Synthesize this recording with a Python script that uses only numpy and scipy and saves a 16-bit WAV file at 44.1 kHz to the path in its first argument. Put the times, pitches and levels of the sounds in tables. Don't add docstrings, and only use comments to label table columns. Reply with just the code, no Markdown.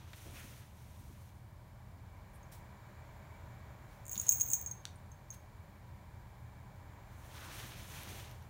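import sys
import numpy as np
from scipy import signal
from scipy.fft import rfft, irfft, next_fast_len
from scipy.io import wavfile

SR = 44100
rng = np.random.default_rng(int(sys.argv[2]) if len(sys.argv) > 2 else 0)


def transcribe(signal):
    frames = np.atleast_2d(signal).T
    limited = np.clip(frames, -1, 1)
    pcm = np.round(limited * 32767).astype(np.int16)
    wavfile.write(sys.argv[1], SR, pcm)


N = 374409
TIME = np.arange(N) / SR


def gain(db):
    return 10 ** (np.asarray(db) / 20)


def unit(x):
    return x / np.sqrt(np.mean(x ** 2))


def colour(x, points):
    hz, db = np.transpose(points)
    size = next_fast_len(len(x), real=True)
    pitches = np.maximum(np.fft.rfftfreq(size, 1 / SR), 1)
    curve = gain(np.interp(np.log(pitches), np.log(hz), db))
    return irfft(rfft(x, size) * curve, size)[:len(x)]


def band(x, low_hz, high_hz):
    edges = [low_hz, min(high_hz, SR / 2 - 1)]
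    return signal.sosfilt(signal.butter(3, edges, "band", fs=SR, output="sos"), x)


def drift(rate_hz):
    values = rng.standard_normal(int(N / SR * rate_hz) + 2)
    return np.interp(TIME * rate_hz, np.arange(len(values)), values)


def add(out, start_s, sound):
    i = max(int(start_s * SR), 0)
    out[i:i + len(sound)] += sound[:N - i]


def fade(fade_s):
    return np.exp(-np.log(1000) * TIME[:SR // 2] / max(fade_s, 1 / SR))


def ring(hz, fade_s, phase=0):
    return np.sin(2 * np.pi * hz * TIME[:SR // 2] + phase) * fade(fade_s)


def appliance_rush(treble_hz=1400, treble_drop=0.36):
    # pitch_hz, level_db
    rush_tone = [(250, -3.5), (480, -5.5), (580, -2.5), (1020, -1), (1300, -7.5), (1650, -5), (2420, -12.5),
                 (2580, -18), (4000, -20), (5500, -26.5), (6500, -24), (7400, -20), (8100, -39.5),
                 (15000, -28.5)]
    # pitch_hz, width_hz, boost_db
    casing = [(430, 30, 3), (572, 22, 5), (625, 22, 4.5), (800, 25, 4), (965, 55, 4.5), (2290, 55, 8)]
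    # time_s, level_db
    rush_levels = [(0, -66), (1.4, -66.4), (2.7, -61.7), (3.3, -60.7), (4.6, -62), (5.2, -64), (6.6, -63.2),
                   (7.2, -61.2), (8.49, -62.5)]
    air = colour(rng.standard_normal(N), rush_tone)
    rush = air.copy()
    for hz, width_hz, db in casing:
        rush += (gain(db) - 1) * signal.lfilter(*signal.iirpeak(hz, hz / width_hz, SR), air)
    rush /= band(rush, 520, 1150).std()
    level_db = np.interp(TIME, *np.transpose(rush_levels))
    treble = colour(rush, [(treble_hz / 2, -40), (treble_hz, 0)])
    rush += treble * (gain(treble_drop * (level_db - level_db.max())) - 1)
    return rush * gain(level_db + 0.5)


def background(rumble_db=-52.5, hum_hz=118.7, hum_db=-59.5, hiss_db=-73.5):
    # pitch_hz, level_db
    rumble_tone = [(20, -50), (30, -13), (42, 0.5), (60, -2.5), (82, 6), (105, -0.5), (150, -4),
                   (175, -10.5), (198, -5.5), (240, -20.5), (330, -19.5), (600, -45), (3000, -58.5)]
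    # pitch_hz, level_db
    hiss_tone = [(1000, -7), (3000, 2), (5000, 2), (7200, -8), (8100, -3.5), (9000, -3), (15000, -2.5)]
    rumble = unit(colour(rng.standard_normal(N), rumble_tone)) * gain(rumble_db + 0.5 * drift(7.8))
    hum = np.sqrt(2) * gain(hum_db + 1.2 * drift(1.3)) * np.sin(2 * np.pi * hum_hz * TIME)
    rush = appliance_rush()
    hiss = gain(hiss_db) * unit(colour(rng.standard_normal(N), hiss_tone))
    return rumble + hum + rush + hiss


def stroke(peak_s, hold_s, rise_s=0.33, fade_s=0.72):
    before = np.maximum(peak_s - TIME, 0) / rise_s
    after = np.maximum(TIME - peak_s - hold_s, 0) / fade_s
    return np.exp(-np.log(1000) * (before + after))


def fibres(grain_db=1.5, flutter_db=1.5):
    # pitch_hz, level_db
    cloth_tone = [(200, -7.5), (350, -11), (600, -13), (1000, -12.5), (1500, -11.5), (2400, -11),
                  (3600, -12.5), (4900, -16.5), (6100, -13.5), (7800, -20), (9200, -18), (11800, -19),
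                  (15500, -20.5)]
    slips = rng.standard_normal(N) * gain(grain_db * drift(1500) + flutter_db * drift(45))
    return colour(slips, cloth_tone)


def rustle(split_hz=5500):
    # peak_s, hold_s, body_db, hiss_db
    rubs = [(0, 0.12, -70, -74), (0.167, 0.39, -65.5, -64), (0.367, 0.049, -64.5, -60.5),
            (0.777, 0.48, -76, -71.5), (3.92, .01, -78, -75), (4.177, 0.11, -65.5, -59),
            (4.417, 0.13, -72.5, -67), (7.139, .1, -81, -73.5), (7.259, .05, -71.5, -69),
            (7.361, 0.85, -59.5, -60.5), (7.552, 0.056, -59, -59), (7.95, 0.027, -59, -57.5),
            (8.095, 0.014, -60, -57.5)]
    # pitch_hz, level_db
    handling_tone = [(20, -12.5), (45, -0.5), (90, 3), (190, -7), (300, -19), (2000, -69)]
    power = sum(np.outer(gain(levels), stroke(peak_s, hold_s)) ** 2 for peak_s, hold_s, *levels in rubs)
    pressure, speed = np.sqrt(power)
    body, hiss = fibres(), fibres()
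    body = band(body / band(body, 2600, 4500).std(), 220, split_hz)
    hiss = band(hiss / band(hiss, 8000, 15000).std(), split_hz, 19000)
    handling = unit(colour(rng.standard_normal(N), handling_tone))
    return pressure * (gain(0.5) * body + gain(2) * handling) + speed * gain(-1.5) * hiss


def clicks(crack_db=-9, crack_s=0.001):
    # start_s, level_db, brightness_db_per_octave
    taps = [(0.1324, -38, -14), (0.134, -54, -18), (4.1566, -28.5, 4), (4.166, -34, 3), (4.2149, -38, 0),
            (4.321, -36, 0), (4.536, -41, 1), (4.8539, -22, -4), (4.864, -44, 4), (4.872, -42, -3),
            (5.328, -44, 10), (8.034, -33, 18), (8.313, -41, 14), (8.426, -46.5, 12)]
    # pitch_hz, level_db, fade_s
    plastic = [(1620, -15, 0.0067), (3760, -1.5, 0.0058), (4380, -1, 0.0046), (5800, 0, 0.005),
               (9110, -14, 0.0031), (11870, -11.5, 0.00382)]
    pivot_hz = plastic[1][0]
    out = np.zeros(N)
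    for start_s, db, brightness in taps:
        tones = sum(gain(tone_db + brightness * np.log2(hz / pivot_hz)) * ring(hz, fade_s)
                    for hz, tone_db, fade_s in plastic)
        crack = band(rng.standard_normal(SR // 2) * fade(crack_s), 1202, 12000)
        add(out, start_s, gain(db) * (tones / np.abs(tones).max() + gain(crack_db) * crack))
    return band(out, 1163, 18000)


def knock_and_brushes():
    # peak_s, level_db, rise_s, fade_s, pitch_hz, half_width_octaves
    bursts = [(0.134, -49.5, 0.00097, .05, 1600, 1.3), (0.271, -57, 0.028, 0.57, 330, 1.1),
              (.405, -55, 0.087, .25, 1900, 0.58), (2.36, -66.5, 0.035, 0.075, 10300, .25),
              (2.525, -54.5, 0.011, 0.24, 9500, 2.5), (4.958, -66, .003, 0.073, 9150, .12),
              (5.346, -54.5, 0.019, 0.044, 9000, 3.5), (7.48, -54.5, 0.18, 0.85, 1195, 0.5),
              (8.12, -57, 0.13, 0.8, 554, 0.77)]
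    out = np.zeros(N)
    for peak_s, db, rise_s, fade_s, hz, octaves in bursts:
        swell = np.concatenate([np.linspace(0, 1, int(rise_s * SR) + 2), fade(fade_s)])
        noise = band(rng.standard_normal(SR)[:len(swell)], hz / 2 ** octaves, hz * 2 ** octaves)
        add(out, peak_s - rise_s, gain(db) * unit(noise) * swell)
    return out


def thumps(fade_s=0.13, low_hz=125, high_hz=280):
    # start_s, level_db
    bumps = [(0.257, -45), (0.328, -51), (.435, -48.5), (1.005, -52), (1.097, -49), (1.961, -53),
             (4.156, -44.5), (4.38, -52), (4.485, -49), (7.638, -49.5), (7.742, -47), (8.12, -47.5)]
    out = np.zeros(N)
    for start_s, db in bumps:
        thud = unit(band(rng.standard_normal(SR // 2), low_hz, high_hz))
        add(out, start_s, gain(db) * thud * fade(fade_s))
    return band(out, low_hz / 2, high_hz * 2)


def pellet_strikes(bounce_s=0.008, bounce_db=-16.5):
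    # start_s, strength_db, press (0-1, how firmly the pellet stays on), brightness_db
    strikes = [(2.4305, -58, 0.04, -20), (4.0545, -57.5, 0, -0.5), (4.0661, -56.5, 0, 2),
               (4.0813, -43.5, 0.3, -3.5), (4.0945, -38.5, 0.08, -7), (4.1165, -41.5, 0, -4),
               (4.1235, -42, 0, -2), (4.1312, -33.5, 0.67, -6.5), (4.178, -25, 0.7, -15.5),
               (4.1982, -21, 0.5, -17), (4.215, -39, .5, 0.5), (4.2667, -34.5, 0, -7),
               (4.284, -25, 0.5, -13.5), (4.2916, -9.5, .1, -12.5), (4.311, -20.5, 0.9, -21.5),
               (4.3216, -25, 0.56, -6), (4.326, -28, .3, -3), (4.3997, -29, 0, -13), (4.4067, -28, 0, -8),
               (4.4107, -17, 0.16, -11), (4.417, -19, 0.7, -17), (4.4889, -45, .4, 2),
               (4.502, -26.5, .7, -11.5), (4.5155, -32.5, 0.8, -4.5), (4.5339, -18.5, 0.07, -6),
               (4.5365, -19, 0.09, -11.5), (4.552, -26, .55, -26.5), (4.5855, -43, 0.02, -15),
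               (4.609, -42, 0.1, -10), (4.662, -29.5, 0.16, -16), (4.6732, -37, 0, -15),
               (4.7127, -31, 0.01, -15.5), (5.117, -51, 0.03, -17), (5.304, -37.5, 0.04, -19),
               (5.311, -42, 0.01, -14)]
    for start_s, db, press, brightness_db in strikes:
        high_db = db + brightness_db
        tick_db = 0.87 * db - 0.5 + brightness_db
        yield start_s, db, press, high_db, tick_db
        again_s = start_s + bounce_s * (0.5 + rng.random())
        yield again_s, db + bounce_db, press / 2, high_db + bounce_db, tick_db + bounce_db


def pellet_rolls(count=8, scatter_db=4, slowing_db=-6):
    # start_s, length_s, strength_db
    swings = [(4.111, 0.13, -40), (4.301, .085, -32), (4.427, 0.093, -38.5), (4.501, 0.14, -38.5)]
    for start_s, length_s, db in swings:
        for k, (late, force, firmness, glance) in enumerate(rng.random((count, 4))):
            progress = (k + late / 2) / count
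            low_db = db + slowing_db * progress + scatter_db * (2 * force - 1)
            high_db = low_db + 2 + scatter_db * (2 * glance - 1)
            yield start_s + length_s * progress, low_db, 0.42 * firmness ** 2, high_db, low_db - 7


def bell(low_hz=6420, high_hz=15300, contact_s=0.001, chatter_db=-22):
    # pitch_hz, level_db, fade_s
    shell = [(6330, -32, .2), (6400, -27, .25), (6455, -28, .25), (15142, -19, .24), (15350, -15.5, .2)]
    # pitch_hz, level_db
    tick_tone = [(1500, -25.5), (2600, -9.5), (3500, -15), (4900, -18.5), (5700, -18), (6400, 6.5),
                 (7100, 15.5), (8100, 5.5), (9200, 3.5), (10400, -3.5), (12800, -1), (14500, -3.5),
                 (16000, -4)]
    rings, ticks = np.zeros(N), np.zeros(N)
    for start_s, low_db, press, high_db, tick_db in [*pellet_strikes(), *pellet_rolls()]:
        low_shift, high_shift, *places = rng.standard_normal(len(shell) + 2)
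        clank_hz = low_hz + 650 * press + 40 * low_shift
        clank_s = 0.071 / (1 + 3.8 * press + 6.2 * gain(low_db))
        tones = gain(low_db + 1) * ring(clank_hz, clank_s)
        tones += gain(high_db - 2) * ring(high_hz + 120 * high_shift, fade_s=0.042)
        for (hz, db, fade_s), place in zip(shell, places):
            hit_db = high_db if hz > high_hz / 2 else low_db
            tones += gain(hit_db + db) * ring(hz, fade_s, phase=np.pi * place)
        add(rings, start_s, tones * (1 - fade(contact_s)))
        tick_and_chatter = fade(0.0029) + gain(chatter_db) * fade(0.06)
        add(ticks, start_s, gain(tick_db + 5) * rng.standard_normal(SR // 2) * tick_and_chatter)
    return band(band(rings, 5200, 20000), 5214, 20000) + colour(ticks, tick_tone)


def room(x, echo_db=-10.5, build_s=0.003, fade_s=0.3):
    build = 1 - np.exp(-(TIME[:SR // 2] / build_s) ** 2)
    tail = rng.standard_normal(SR // 2) * fade(fade_s) * build
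    echoes = gain(echo_db) * tail / np.linalg.norm(tail)
    return x + signal.fftconvolve(x, echoes)[:N]


def scene():
    contacts = bell() + clicks() + knock_and_brushes() + thumps()
    return (room(contacts) + rustle() + background())[None]


def record(dry, top_hz=15750):
    # pitch_hz, level_db
    opening = [(4200, -1.5), (4900, -3.0), (5600, -1.5), (9700, 1), (10400, -3.5), (11000, 0)]
    heard = np.array([colour(channel, opening) for channel in dry])
    return signal.sosfilt(signal.ellip(10, .2, 70, top_hz, fs=SR, output="sos"), heard)


dry = scene()
out = record(dry)
transcribe(out)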